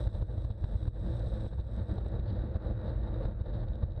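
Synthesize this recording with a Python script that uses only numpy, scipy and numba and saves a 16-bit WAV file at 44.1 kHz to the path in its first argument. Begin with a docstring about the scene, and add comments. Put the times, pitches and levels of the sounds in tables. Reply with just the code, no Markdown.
"""A small camera in a case rides on a racing bicycle, in a fast bunch on coarse asphalt. From the start, wind
rumbles, road grit rings the case and the coasting freewheel buzzes. Gusts boom and thump on the case, bumps
knock the mount and light clicks rattle the case. Near 1.3 s the tyres hum. The freewheel slows to single ticks
and stops just after 2 s as the pedals catch up. Then the chain chatters in short spells, while the next rider's
tyres hiss closer and fade away."""
import sys
import numpy as np
from scipy import signal
from scipy.fft import rfft, irfft, next_fast_len
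from scipy.io import wavfile
from scipy.ndimage import uniform_filter1d
from numba import njit

SR = 44100
rng = np.random.default_rng(int(sys.argv[2]) if len(sys.argv) > 2 else 0)


def to_wav(sig):
    """Store sig (one row per channel, or 1-D mono) as 16-bit WAV at the path in sys.argv[1].

    Samples outside -1..1 are clipped; the rate is SR.
    """
    pcm = np.clip(np.atleast_2d(sig), -1, 1) * 32767
    pcm = np.round(pcm).astype(np.int16)
    wavfile.write(sys.argv[1], SR, pcm.T)  # frames by channels


N = 176400
T = np.arange(N) / SR

# Levels in a table are relative: a function may turn its whole sound up or down.
# How loud the wind rumbles: time_s, level_db
WIND_LEVELS = [(0.0, -26), (0.08, -39.5), (0.1, -40.5), (0.22, -33), (0.24, -36.5), (0.51, -35.5),
               (0.54, -45), (0.63, -33.5), (0.67, -40.5), (0.76, -27), (0.78, -39.5), (0.89, -37),
               (0.91, -40.5), (1.06, -32), (1.48, -33.5), (1.49, -52), (1.53, -30.5), (1.7, -39.5),
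               (1.8, -30.5), (1.87, -38), (1.93, -36), (2.51, -32), (2.53, -46), (2.56, -39), (2.6, -44),
               (2.66, -31), (2.86, -37), (2.88, -31), (3.25, -34), (3.36, -35), (3.42, -44.5),
               (3.44, -42.5), (3.48, -33.5), (3.77, -33), (3.79, -45), (3.83, -32.5), (4.0, -40.5)]
# Tone of the wind: pitch_hz, level_db
WIND_TONE = [(15, -31), (29, -21), (41, 1), (49, -0.5), (58, 2), (72, -7.5), (95, -8), (116, -3),
             (145, -24), (260, -38), (600, -80)]
# How loud the road and wind roar: time_s, level_db
ROAR_LEVELS = [(0.0, -43), (0.03, -45), (0.11, -56.5), (0.15, -48), (0.18, -51), (0.22, -55), (0.26, -62.5),
               (0.3, -49.5), (0.56, -59.5), (0.63, -53.5), (0.66, -58), (0.74, -47), (0.78, -57),
               (0.87, -50.5), (0.895, -66.5), (0.97, -51.5), (0.99, -56.5), (1.05, -48.5), (1.29, -50.5),
               (1.35, -46.5), (1.4, -49.5), (1.46, -47.5), (1.5, -58), (1.53, -48), (1.57, -58.5),
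               (1.59, -50.5), (1.63, -59.5), (1.75, -49.5), (1.78, -44.5), (1.85, -53.5), (1.92, -44),
               (1.93, -46.5), (2.03, -52), (2.15, -46), (2.21, -52), (2.31, -46.5), (2.54, -49),
               (2.56, -39), (2.58, -56.5), (2.65, -45), (2.75, -50.5), (2.88, -44), (2.97, -49.5),
               (3.24, -44), (3.38, -57.5), (3.405, -48), (3.43, -57.5), (3.46, -50.5), (3.64, -45.5),
               (3.66, -53.5), (3.81, -50), (3.83, -45), (3.85, -55.5), (4.0, -53.5)]
# Tone of the roar: pitch_hz, level_db
ROAR_TONE = [(90, -18.5), (160, 3.5), (212, 6.5), (262, -11.5), (322, 3.5), (395, -9), (505, 0.5),
             (620, -4), (740, -13), (900, -13), (1020, -22), (1150, -17.5), (1280, -23), (1500, -20.5),
             (1850, -24), (2100, -33.5), (2900, -39.5), (3800, -39.5), (4750, -52.5), (5600, -60.5),
             (7200, -84), (8000, -52), (10500, -64.5)]
# How fast the freewheel ticks: time_s, ticks_per_s
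TICK_RATES = [(0, 170), (1.0, 139), (1.42, 164), (1.57, 145), (1.7, 102), (1.89, 74), (1.99, 56),
              (2.08, 49), (2.09, 28), (2.115, 26)]
# How loud the freewheel is: time_s, level_db
TICK_LEVELS = [(0, -60), (.07, -68), (.085, -74.5), (.18, -70), (.25, -79.5), (.43, -71.5), (.54, -82),
               (.62, -73.5), (.87, -70.5), (.91, -84), (1.05, -67.5), (1.46, -68), (1.5, -74.5),
               (1.65, -78.5), (1.76, -68), (1.84, -75), (1.91, -68), (2.01, -76), (2.06, -67.5),
               (2.13, -72), (2.15, -110)]
# Tone of the wheel hub: pitch_hz, level_db
HUB_TONE = [(1200, -5.5), (2000, 1.5), (3000, -2.5), (3500, 13), (3850, 18.5), (4400, 1.5), (5100, 0.5),
            (5650, -2.5), (6400, -8.5), (7200, -14.5), (7950, 3.5), (8700, -1.5), (9800, -10), (11200, -21),
            (14000, -19.5)]
# Gusts that make the case boom: middle_s, level_db
BOOM_GUSTS = [(0.055, -48), (0.87, -51.5), (1.07, -41.5), (1.93, -42), (2.32, -43), (2.448, -43.5)]
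# Low notes of the case: pitch_hz, width_hz, level_db
BOOM_NOTES = [(195, 52, -1), (318, 97, -6)]
# Slaps of wind on the case: time_s, thump_db, crunch_db
WIND_SLAPS = [(0.07, -13, -39), (0.149, -18, -47), (0.222, -18, -40.5), (0.379, -18.5, -42.5),
              (0.446, -21.5, -43), (0.505, -21, -44.5), (0.641, -15, -41), (0.828, -19.5, -43.5),
              (0.879, -16, -39), (1.269, -17, -44), (1.462, -22.5, -40.5), (1.53, -23, -47),
              (1.596, -21, -48), (1.778, -22, -49), (1.918, -17, -57), (1.981, -17.5, -39),
              (2.061, -24.5, -41), (2.153, -25, -49), (2.194, -20.5, -40.5), (2.326, -22, -42.5),
              (2.555, -14.5, -52.5), (2.877, -26.5, -39), (3.254, -16.5, -38.5), (3.411, -16.5, -45.5),
              (3.833, -13.5, -42), (3.975, -23.5, -46.5)]
# Tone of a slap's crunch: pitch_hz, level_db
CRUNCH_TONE = [(150, 8.5), (500, 5.5), (900, -5), (1750, -23), (2300, -25.5), (3300, -30), (3850, -11.5),
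               (4500, -30.5), (6800, -50.5), (8200, -40), (10000, -56)]
# Hard bumps in the road: start_s, level_db
ROAD_BUMPS = [(0.073, -47.5), (0.6406, -44), (0.8815, -50), (2.558, -58.5)]
# Notes of the knocked mount: pitch_hz, level_db, ring_s (time to fade by 60 dB)
MOUNT_NOTES = [(1624, -2.5, 0.017), (2600, -15.5, 0.014), (4000, -15, 0.019)]
# Light clicks and taps that rattle the case: start_s, level_db
RATTLE_CLICKS = [(0.0745, -55), (0.1512, -53.5), (0.5126, -59), (0.522, -63), (0.882, -55), (1.6015, -60),
                 (1.6108, -57.5), (1.9817, -63), (3.035, -59), (3.5379, -58.5), (3.685, -57), (3.734, -57),
                 (3.7554, -55.5), (3.867, -76), (3.9075, -66.5), (3.9205, -59.5), (3.9334, -66), (3.963, -63),
                 (3.9914, -66)]
# Tone of a tap's scuff: pitch_hz, level_db
SCUFF_TONE = [(300, -10), (1500, 1), (2600, -6), (4000, 0), (5200, -7), (6500, -22)]
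# Swells of tyre hum: middle_s, length_s, level_db
TYRE_SWELLS = [(1.3, 0.3, -55.5), (2.351, 0.36, -58.5), (3.214, 0.077, -45)]
# Spells of chain chatter: middle_s, length_s, level_db
CHATTER_SPELLS = [(2.286, 0.055, -68), (2.379, 0.044, -71), (2.89, 0.031, -68), (3.244, 0.032, -71),
                  (3.547, 0.033, -67.5), (3.61, .08, -74.5)]
# Tone of the chain: pitch_hz, level_db
CHAIN_TONE = [(2000, -21), (3400, 0), (4250, 4), (4800, -6.5), (5500, -19.5), (7000, -35)]


def from_db(db):
    """Turn decibels into a number to multiply by."""
    return 10 ** (np.asarray(db) / 20)


def normalise(x):
    """Scale a sound to an average power of 1."""
    return x / np.sqrt(np.mean(x ** 2))


def gain_curve(rows):
    """Gain that slides between (time_s, level_db) rows."""
    return from_db(np.interp(T, *np.array(rows).T))


def swell(middle_s, length_s, level_db, steepness=2):
    """A smooth rise and fall; more steepness gives a flatter top."""
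    return from_db(level_db) * np.exp(-(2 * (T - middle_s) / length_s) ** steepness)


def flutter(rate_hz, depth_db):
    """Gain that wavers smoothly at random."""
    hold = int(SR / rate_hz)
    steps = np.repeat(rng.standard_normal(N // hold + 1), hold)
    return from_db(depth_db * normalise(uniform_filter1d(steps, hold)[:N]))


def shape_tone(x, rows):
    """Filter a sound along a curve of (pitch_hz, level_db) rows."""
    size = next_fast_len(N + SR // 2)
    hz, db = np.array(rows).T
    bins_hz = np.maximum(np.arange(size // 2 + 1) * SR / size, 1)
    rolloff = np.minimum(1, hz[-1] / bins_hz) ** 2
    gains = rolloff * from_db(np.interp(np.log(bins_hz), np.log(hz), db))
    # fold the filter so it rings after each click, never before
    cepstrum = irfft(np.log(gains), size)
    cepstrum[1:size // 2] *= 2
    cepstrum[size // 2 + 1:] = 0
    return irfft(rfft(x, size) * np.exp(rfft(cepstrum)), size)[:N]


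def ringing_noise(pitch_hz, width_hz):
    """Noise ringing around one pitch."""
    band = signal.iirpeak(pitch_hz, pitch_hz / width_hz, fs=SR)
    once = signal.lfilter(*band, rng.standard_normal(N))
    return normalise(signal.lfilter(*band, once))


def wind_pressure(even_s=0.13):
    """Swirling air pushes on the case in low swings of fairly even strength."""
    swings = shape_tone(rng.standard_normal(N), WIND_TONE)
    power = uniform_filter1d(swings ** 2, int(even_s * SR))
    return normalise(swings / np.sqrt(power + 1e-12))


def grit(clicks_per_s=1500, spread_db=1.5, click_share=0.31):
    """Dense, uneven clicks in a smooth rush, as when stones meet tyres."""
    clicks = (rng.random(N) < clicks_per_s / SR) * rng.standard_normal(N)
    clicks *= from_db(spread_db * np.minimum(rng.exponential(size=N), 4))
    return np.sqrt(click_share) * normalise(clicks) + np.sqrt(1 - click_share) * rng.standard_normal(N)


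def case_ring(shaking, pitch_hz=3806, width_hz=150, top_hz=4600):
    """The shaken case rings at its main note."""
    pole = np.exp((2j * pitch_hz - width_hz) * np.pi / SR)
    softened = signal.sosfilt(signal.butter(2, top_hz, fs=SR, output="sos"), shaking)
    return signal.lfilter([1], [1, -pole], softened).imag


def road_roar(pressure, swirl_depth=0.095, roar_db=4, ring_db=-24):
    """Road and wind roar through frame and case, swelling with each swirl of air."""
    shaking = grit() * normalise(1 + swirl_depth * pressure ** 2) * flutter(rate_hz=45, depth_db=1.2)
    ring = normalise(case_ring(shaking) * flutter(rate_hz=110, depth_db=2))
    roar = normalise(shape_tone(shaking, ROAR_TONE))
    return (from_db(roar_db) * roar + from_db(ring_db) * ring) * gain_curve(ROAR_LEVELS)


def freewheel(burst_s=0.0032, scatter_db=2.5, steady_hiss=0.1, gain_db=-2.5):
    """A small catch snaps over each tooth and leaves a short burst ringing in the hub."""
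    rate = np.interp(T, *np.array(TICK_RATES).T)
    teeth = np.cumsum(rate) / SR
    teeth -= np.interp(TICK_RATES[-1][0], T, teeth) % 1  # a tick lands at the end of the slowdown
    strength = from_db(scatter_db * rng.standard_normal(size=1000))[teeth.astype(int)]
    age = (teeth % 1) / rate / burst_s
    snaps = strength * age * np.exp(-.5 * age ** 2) + steady_hiss
    hub = normalise(shape_tone(rng.standard_normal(N) * snaps, HUB_TONE))
    return hub * gain_curve(TICK_LEVELS) * from_db(gain_db)


def case_booms(length_s=0.083):
    """Some gusts set the low notes of the case booming for a moment."""
    gusts = sum(swell(middle_s, length_s, db) for middle_s, db in BOOM_GUSTS)
    return gusts * sum(from_db(db) * ringing_noise(hz, width_hz) for hz, width_hz, db in BOOM_NOTES)


def wind_slaps(thump_hz=73.7, thump_s=0.004, rise_s=0.0054, fall_s=0.002):
    """Each slap of wind is one swing of pressure with a short crunch at its height."""
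    thumps, bursts = np.zeros(N), np.zeros(N)
    for time_s, thump_db, crunch_db in WIND_SLAPS:
        age = T - time_s - 0.0037  # thump and crunch centre just after the listed time
        swing = np.sin(2 * np.pi * thump_hz * age) * np.exp(-.5 * (age / thump_s) ** 2)
        thumps -= from_db(thump_db - 4) * swing
        age = T - time_s - 0.0036
        bursts += from_db(crunch_db + 2.5) * np.exp(np.minimum(age / rise_s, -age / fall_s))
    return thumps + bursts * normalise(shape_tone(grit(), CRUNCH_TONE))


def mount_knocks():
    """Hard bumps knock the mount, which rings briefly."""
    knocks = np.zeros(N)
    for start_s, bump_db in ROAD_BUMPS:
        age = np.maximum(T - start_s, 0)
        for hz, note_db, ring_s in MOUNT_NOTES:
            fade = np.exp(-np.log(1000) * age / ring_s)
            knocks += from_db(bump_db + note_db) * np.sin(2 * np.pi * hz * age) * fade
    return knocks


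def rattles(scuff_s=0.0012, ring_db=4, scuff_db=15):
    """Light clicks rattle the case: a short scuff, then the case rings."""
    taps = np.zeros(N)
    for start_s, db in RATTLE_CLICKS:
        taps[int(start_s * SR)] += from_db(db)
    contact = np.exp(-T[:SR // 50] / scuff_s)
    scuffs = np.convolve(taps, contact / np.linalg.norm(contact))[:N] * rng.standard_normal(N)
    return from_db(ring_db) * case_ring(taps) + from_db(scuff_db) * shape_tone(scuffs, SCUFF_TONE)


def tyre_hum():
    """A hollow hum of the tyres swells out of the roar now and then."""
    return sum(swell(*row) for row in TYRE_SWELLS) * ringing_noise(pitch_hz=526, width_hz=80)


def nearby_tyres():
    """The next bicycle's tyres hiss over the asphalt as it drifts near."""
    nearness = swell(middle_s=2.88, length_s=1.3, level_db=-68)
    return nearness * ringing_noise(pitch_hz=1290, width_hz=670)


def chain_chatter():
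    """The chain chatters in short spells once the rider pedals again."""
    spells = sum(swell(*row, steepness=4) for row in CHATTER_SPELLS)
    chatter = shape_tone(grit(), CHAIN_TONE) * flutter(rate_hz=90, depth_db=4.5)
    return spells * normalise(chatter)


def scene():
    """Everything that reaches the camera's microphone, in one channel."""
    pressure = wind_pressure()
    wind = pressure * gain_curve(WIND_LEVELS) * from_db(-0.15)
    mix = wind + road_roar(pressure) + freewheel()
    mix += case_booms() + wind_slaps() + mount_knocks() + rattles()
    mix += tyre_hum() + nearby_tyres() + chain_chatter()
    return mix[None]


@njit
def follow_peaks(x, decay):
    """Jump up to each peak at once, then sink slowly."""
    peaks, held = np.empty(len(x)), 0.
    for i in range(len(x)):
        held = max(x[i], held * decay)
        peaks[i] = held
    return peaks


def record(dry, limit_db=-19.8, release_s=0.08, top_hz=14750):
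    """The camera turns itself down briefly after loud peaks and cuts the highest treble."""
    peaks = follow_peaks(np.abs(dry[0]), np.exp(-1 / (release_s * SR)))
    gain = np.minimum(1, from_db(limit_db) / (peaks + 1e-9))
    smooth_gain = uniform_filter1d(gain, size=128)
    treble_cut = signal.ellip(8, .2, 70, top_hz, fs=SR, output="sos")
    return signal.sosfilt(treble_cut, dry * smooth_gain)


dry = scene()
out = record(dry)
to_wav(out)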